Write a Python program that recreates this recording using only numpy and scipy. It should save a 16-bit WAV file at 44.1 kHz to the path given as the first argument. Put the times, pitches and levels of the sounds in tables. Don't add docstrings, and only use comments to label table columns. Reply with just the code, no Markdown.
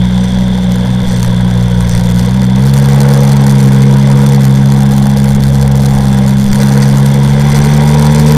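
import sys
import numpy as np
from scipy import signal
from scipy.fft import rfft, irfft, next_fast_len
from scipy.io import wavfile
from scipy.ndimage import uniform_filter1d

SR = 44100
rng = np.random.default_rng(int(sys.argv[2]) if len(sys.argv) > 2 else 0)


def master(y):
    cut = np.clip(np.atleast_2d(y).T, -1, 1)
    pcm = np.round(cut * 32767)
    wavfile.write(sys.argv[1], SR, pcm.astype(np.int16))


N = 369100
TIME = np.arange(N) / SR

# (time [s], length [s], gust level [dB], smothering of the second order [dB])
WAVE_IMPACTS = [(1.062, 0.11, -19, 7), (1.95, 0.18, -20, 0), (6.5, 0.15, -16, 7.5), (8.2, 0.042, -16, -1.5)]
# (time [s], length [s], level [dB], relative level of their chatter [dB])
SPRAY_SHEETS = [(0.277, 0.21, -34.5, -53.5), (1.112, 0.073, -29, -38), (1.224, .14, -32.5, -33.5),
                (1.936, 0.17, -29.5, -53), (2.215, 0.13, -34, -41), (2.445, 0.044, -36, -36),
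                (6.57, 0.24, -31, -35), (6.825, 0.078, -26, -40), (7.582, 0.19, -27.5, -33),
                (8.183, 0.79, -30, -34)]


def from_db(db):
    return 10 ** (np.asarray(db) / 20)


def rms_one(x):
    return x / np.sqrt(np.mean(x ** 2) + 1e-20)


def even(x):
    x = rms_one(x)
    return x / np.sqrt(uniform_filter1d(x ** 2, size=7000) + 1e-6)


def in_time(rows):
    times, *columns = np.transpose(rows)
    return [np.interp(TIME, times, column) for column in columns]


def swell(s, length_s):
    return np.exp(-(2 * (TIME - s) / length_s) ** 2)


def drift(rate_hz):
    step, settling = 40, 2000
    pole = np.exp(-2 * np.pi * step * rate_hz / SR)
    noise = rng.standard_normal(N // step + settling + 2)
    slow = signal.lfilter([1], [1, -2 * pole, pole * pole], noise)[settling:]
    return np.interp(np.arange(N) / step, np.arange(len(slow)), rms_one(slow))


def colour(x, spectrum):
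    size = next_fast_len(N)
    hz, db = np.transpose(spectrum)
    log_hz = np.log(np.fft.rfftfreq(size, 1 / SR) + 1)
    gain = from_db(np.interp(log_hz, np.log(hz), db))
    return irfft(rfft(x, size) * rms_one(gain), size)[:N]


def coloured_noise(spectrum):
    return rms_one(colour(rng.standard_normal(N), spectrum))


def resonate(x, hz, width_hz):
    r = np.exp(-np.pi * width_hz / SR)
    feedback = [1, -2 * r * np.cos(2 * np.pi * hz / SR), r * r]
    return signal.lfilter(np.array([1, 0, -1]) * (1 - r * r) / 2, feedback, x)


def band(x, hz, width_hz):
    return resonate(resonate(x, hz, width_hz), hz, width_hz)


def body(x, modes):
    return sum(from_db(db) * band(x, hz, width) for hz, width, db in modes)


def splats(hits, spectrum, decay_s, rise_hz):
    fall, rise = np.exp(-2 / (decay_s * SR)), np.exp(-2 * np.pi * rise_hz / SR)
    power = signal.lfilter([1 - rise], np.convolve([1, -fall], [1, -rise]), hits ** 2 + 1e-18)
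    return colour(np.sqrt(power) * rng.standard_normal(N), spectrum)


def wind(level_db=-26.5, swing_db=4):
    # (frequency [Hz], relative level [dB])
    buffeting = [(15, 14), (28, -31), (45, 5.5), (60, -2), (80, 2.5), (110, 2.5), (200, 3), (400, -77)]
    stream = from_db(level_db + swing_db * drift(2))
    gusts = sum(from_db(db) * swell(s, length) for s, length, db, _ in WAVE_IMPACTS)
    return (stream + gusts) * coloured_noise(buffeting)


def water(load_db, rumble_db=-22.5, rush_db=-32):
    # (frequency [Hz], relative level [dB])
    hull_spectrum = [(40, -13), (80, -3), (115, -4), (175, 1), (235, 1), (275, -12), (320, -14.5),
                     (450, -13), (900, -52)]
    # (frequency [Hz], relative level [dB])
    wake_spectrum = [(200, -12), (350, 8), (650, 2.5), (1200, -6.5), (2200, -14), (2700, -6.5), (4500, -9),
                     (6100, -12), (7000, -18.5), (9400, -17), (10300, -19.5), (15000, -27)]
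    rumble = from_db(rumble_db + 0.31 * load_db) * coloured_noise(hull_spectrum)
    rush = from_db(rush_db + 0.93 * load_db) * coloured_noise(wake_spectrum)
    return rumble + rush


def spray(load_db, mist_db=-37, drops_per_s=500, spread_db=9.5):
    # (frequency [Hz], relative level [dB])
    drop_spectrum = [(900, -9), (2000, 7.5), (2800, -6), (4000, -0.5), (4700, 5), (5400, 0), (6050, 9),
                     (6700, -11.5), (8400, 4.5), (9600, -17), (10500, -18), (15000, -27)]
    mist = from_db(mist_db + 1.1 * load_db)
    sheets = sum(from_db(db) * swell(s, length) for s, length, db, _ in SPRAY_SHEETS)
    lands = rng.random(N) < drops_per_s / SR
    hits = lands * from_db(spread_db * np.minimum(rng.standard_normal(N), 1.5))
    return np.hypot(mist, sheets) * even(splats(hits, drop_spectrum, decay_s=0.0017, rise_hz=300))


def case(x):
    # (frequency [Hz], width [Hz], gain [dB])
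    response = [(3820, 260, -7), (6700, 500, -2), (7340, 400, 4), (7830, 270, -24), (8950, 350, -2),
                (9450, 300, 6), (12000, 260, -12), (14500, 450, -8), (15400, 500, -9)]
    for hz, width_hz, db in response:
        x = x + (from_db(db) - 1) * resonate(x, hz, width_hz)
    return x


def ticks(hits, decay_s, rise_hz):
    # (frequency [Hz], relative level [dB])
    contact_spectrum = [(500, 2.5), (1500, 8), (2800, -3.5), (3800, 5), (4400, 6.5), (5300, 1.5), (6100, 4),
                        (7500, 1), (8600, 1), (9600, 1.5), (10200, -3.5), (13300, -0.5), (15200, -9)]
    return splats(hits, contact_spectrum, decay_s, rise_hz)


def knocks(level_db=-8.5):
    # (time [s], relative level [dB])
    strikes = [(0.2389, -10), (0.7205, -6), (0.758, -6), (1.8945, -3), (2.7384, 0.5), (2.7692, -2.5),
               (3.145, -5), (3.3323, -1), (4.7216, -1), (5.311, -6), (5.8587, 1), (5.887, -10),
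               (7.0624, -0.5), (8.1963, 7.5)]
    hits = np.zeros(N)
    for s, db in strikes:
        hits[int(s * SR)] = from_db(db + level_db)
    return ticks(hits, decay_s=0.00082, rise_hz=1200)


def soften(x, shaking, dull_db=-42.5, bright_db=-33.5, cutoff_hz=7500):
    firmness = np.clip((20 * np.log10(shaking) - dull_db) / (bright_db - dull_db), 0, 1)
    dull = signal.sosfiltfilt(signal.butter(2, cutoff_hz, fs=SR, output="sos"), x)
    return dull + firmness * (x - dull)


def chatter(angle, miss_chance=0.22, jitter_s=0.0013, spread_db=3.5, alternate_db=3.0, gain_db=4.5):
    # (time [s], relative level [dB])
    vibration = [(0, -39), (1.6, -38), (2.15, -34), (2.5, -39), (2.7, -33.0), (3.45, -31), (4.0, -36),
                 (4.35, -31.5), (4.65, -36.5), (4.9, -33), (5.9, -34), (6.38, -34.5), (6.7, -30.5),
                 (7.2, -35), (7.6, -34.5), (8.37, -31.5)]
    jolts = sum(from_db(db) * swell(s, length) for s, length, _, db in SPRAY_SHEETS)
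    shaking = np.hypot(from_db(in_time(vibration)[0]), jolts)
    due = np.flatnonzero(np.diff(np.floor(angle / np.pi + 0.5)) > 0)
    stray, size = rng.standard_normal((2000, 2))[:len(due)].T
    lands = rng.random(2000)[:len(due)] > miss_chance
    strength_db = spread_db * np.minimum(size, 2) + alternate_db * (np.arange(len(due)) % 2)
    at = np.clip(due + (jitter_s * SR * stray).astype(int), 0, N - 1)
    hits = np.zeros(N)
    hits[at] = lands * from_db(strength_db)
    rattle = even(ticks(hits, decay_s=0.0016, rise_hz=1490))
    return shaking * from_db(gain_db) * soften(rattle, shaking)


def whirr(angle, throb_db=2.5):
    # (time [s], level [dB])
    levels = [(0.0, -30.5), (1.0, -31.3), (2.4, -33.5), (4.4, -34), (5.7, -36.5), (6.8, -34.5), (8.0, -31)]
    excitation = rng.standard_normal(N) * from_db(throb_db * np.cos(angle))
    return from_db(in_time(levels)[0]) * rms_one(band(excitation, hz=3445, width_hz=520))


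def roar(angle, load_db, level_db=-23.5, throb_db=0.5, patchy_db=2.5):
    # (frequency [Hz], width [Hz], relative level [dB])
    hull_modes = [(415, 150, -8), (485, 57, 5), (563, 59, -0.5), (773, 162, -3), (946.4, 157, -2.5),
                  (1089, 42, -6.5), (1515, 366, -9.5), (1654, 170, -12), (2024, 430, -12.5)]
    gas = 0
    for hz, width_hz, db in hull_modes:
        puffs = rng.standard_normal(N) * from_db(db + throb_db * np.cos(angle) + patchy_db * drift(37))
        gas = gas + band(puffs, hz, width_hz)
    return from_db(level_db + 0.86 * load_db) * rms_one(gas)


def firings(angle, uneven_db=3.0, jitter_s=0.00002):
    due = np.flatnonzero(np.diff(np.floor(angle / (2 * np.pi))) > 0)
    stray, size = rng.standard_normal((1000, 2))[:len(due)].T
    at = np.clip(due + (jitter_s * SR * stray).astype(int), 0, N - 1)
    pulses = np.zeros(N)
    pulses[at] = from_db(uneven_db * size)
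    return pulses


def pipe_and_hull(pulses, load_db):
    # (frequency [Hz], width [Hz], relative level [dB])
    pipe_modes = [(243, 29, 0.5), (474, 109, -0.5), (548, 104, -2)]
    # (frequency [Hz], width [Hz], relative level [dB])
    hull_modes = [(786, 126, 0.5), (886, 26, 4.5), (957, 33, 7), (1050, 270, -10), (1523, 360, -6),
                  (1986, 260, -4.5)]
    # (time [s], pipe level [dB], hull level [dB])
    response = [(0.0, -27, -29.5), (0.6, -23, -36), (1.2, -26.5, -30.5), (2.5, -28, -30.5),
                (3.3, -20.5, -35), (3.65, -29.5, -33), (4.25, -23, -31.5), (4.55, -38, -41),
                (5.0, -22, -30), (6.8, -27, -36), (7.2, -27, -30.5), (7.9, -51, -24.5)]
    # (time [s], length [s], level [dB])
    hollow_swells = [(0.7, .8, -42), (3.2, 0.19, -33), (4.997, 0.83, -28), (5.95, 0.77, -28)]
    bark_db, ring_db = in_time(response)
    bark = from_db(bark_db + load_db) * even(body(pulses, pipe_modes))
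    ring = from_db(ring_db + load_db) * even(body(pulses, hull_modes))
    hollow_gain = sum(from_db(db) * swell(s, length) for s, length, db in hollow_swells)
    hollow = hollow_gain * even(band(pulses, hz=768, width_hz=140))
    return bark + ring + hollow


def exhaust(angle, crank_hz, cruise_hz=68, dispersion_rad=0.466, drone_db=0.7, buzz_db=-5.0):
    # (time [s], first order [dB], second order [dB], third order [dB])
    drone_levels = [(0, -15, -11.5, -8.5), (0.5, -18, -15, -9), (1.05, -20.5, -9, -11),
                    (1.85, -13.5, -10, -9.5), (2.48, -18.5, -8.5, -7), (2.7, -16.5, -3, -10.5),
                    (3.8, -19, -2.5, -5.5), (4.4, -20, -3, -8.5), (5.1, -19, -6.5, -7),
                    (5.65, -14, -5.5, -11.5), (6.3, -18.5, -6.5, -7), (6.8, -22.5, -4, -7),
                    (7.25, -18.5, -5, -11.5), (8.37, -12.5, -3, -8)]
    # (order, relative level [dB], change with speed [dB/Hz])
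    overtones = [(4, -19, -0.63), (5, -24, 0.7), (6, -21.5, 1.9), (7, -26, -0.8), (11, -32.5, -0.7),
                 (13, -45, -1)]
    first_db, second_db, third_db = in_time(drone_levels)
    second_db -= sum(db * swell(s, length) for s, length, _, db in WAVE_IMPACTS)
    overspeed_hz = crank_hz - cruise_hz
    flutter_db = 0.61 + 0.0931 * np.maximum(-overspeed_hz, 0)
    pressure = np.zeros(N)
    for order, db in enumerate((first_db, second_db, third_db), 1):
        gain = from_db(db + drone_db + flutter_db * drift(11.4))
        pressure -= gain * np.cos(order * angle - dispersion_rad * order ** 2)
    for order, db, db_per_hz in overtones:
        level_db = second_db + buzz_db + db + db_per_hz * overspeed_hz
        pressure += from_db(level_db + 3.0 * drift(27)) * np.sin(order * angle)
    return pressure


def engine(load_db, speed_wobble=0.001995):
    # (time [s], crank rate [Hz])
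    speeds = [(0, 60.6), (0.42, 62.8), (0.68, 60.9), (1.0, 62.6), (1.24, 59.6), (1.45, 61.2), (1.88, 59.2),
              (2.19, 59.5), (2.38, 64.8), (2.49, 62.2), (2.68, 68.2), (3.05, 69.3), (3.5, 68.6),
              (3.67, 66.9), (4.35, 69.2), (4.47, 66.8), (4.65, 68.2), (5.94, 68.0), (6.22, 66.5),
              (6.6, 67.9), (7.2, 69.1), (7.85, 73.3), (8.37, 75.1)]
    crank_hz, = in_time(speeds)
    angle = 2 * np.pi * np.cumsum(crank_hz * (1 + speed_wobble * drift(11.82))) / SR
    ringing = pipe_and_hull(firings(angle), load_db)
    sound = ringing + roar(angle, load_db) + whirr(angle) + exhaust(angle, crank_hz)
    return sound, angle


def scene(cruise_load_db=-26):
    # (time [s], level [dB])
    loads = [(0, -30.5), (2.5, -29), (3.0, -23), (3.45, -24.5), (3.65, -24.5), (4.3, -25), (4.55, -26.5),
             (5.5, -29), (6.25, -25.5), (6.44, -31.5), (6.65, -23), (7.2, -25.5), (7.6, -22.5), (8.37, -24)]
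    load_db = in_time(loads)[0] - cruise_load_db
    motor, angle = engine(load_db)
    return case(motor + water(load_db) + wind() + chatter(angle) + knocks() + spray(load_db))[None]


def record(dry, ceiling=0.97, knee=13.0, cutoff_hz=15430):
    clipped = dry / (1 + np.abs(dry / ceiling) ** knee) ** (1 / knee)
    return signal.sosfilt(signal.ellip(10, 0.1, 90, cutoff_hz, fs=SR, output="sos"), clipped)


dry = scene()
out = record(dry)
master(out)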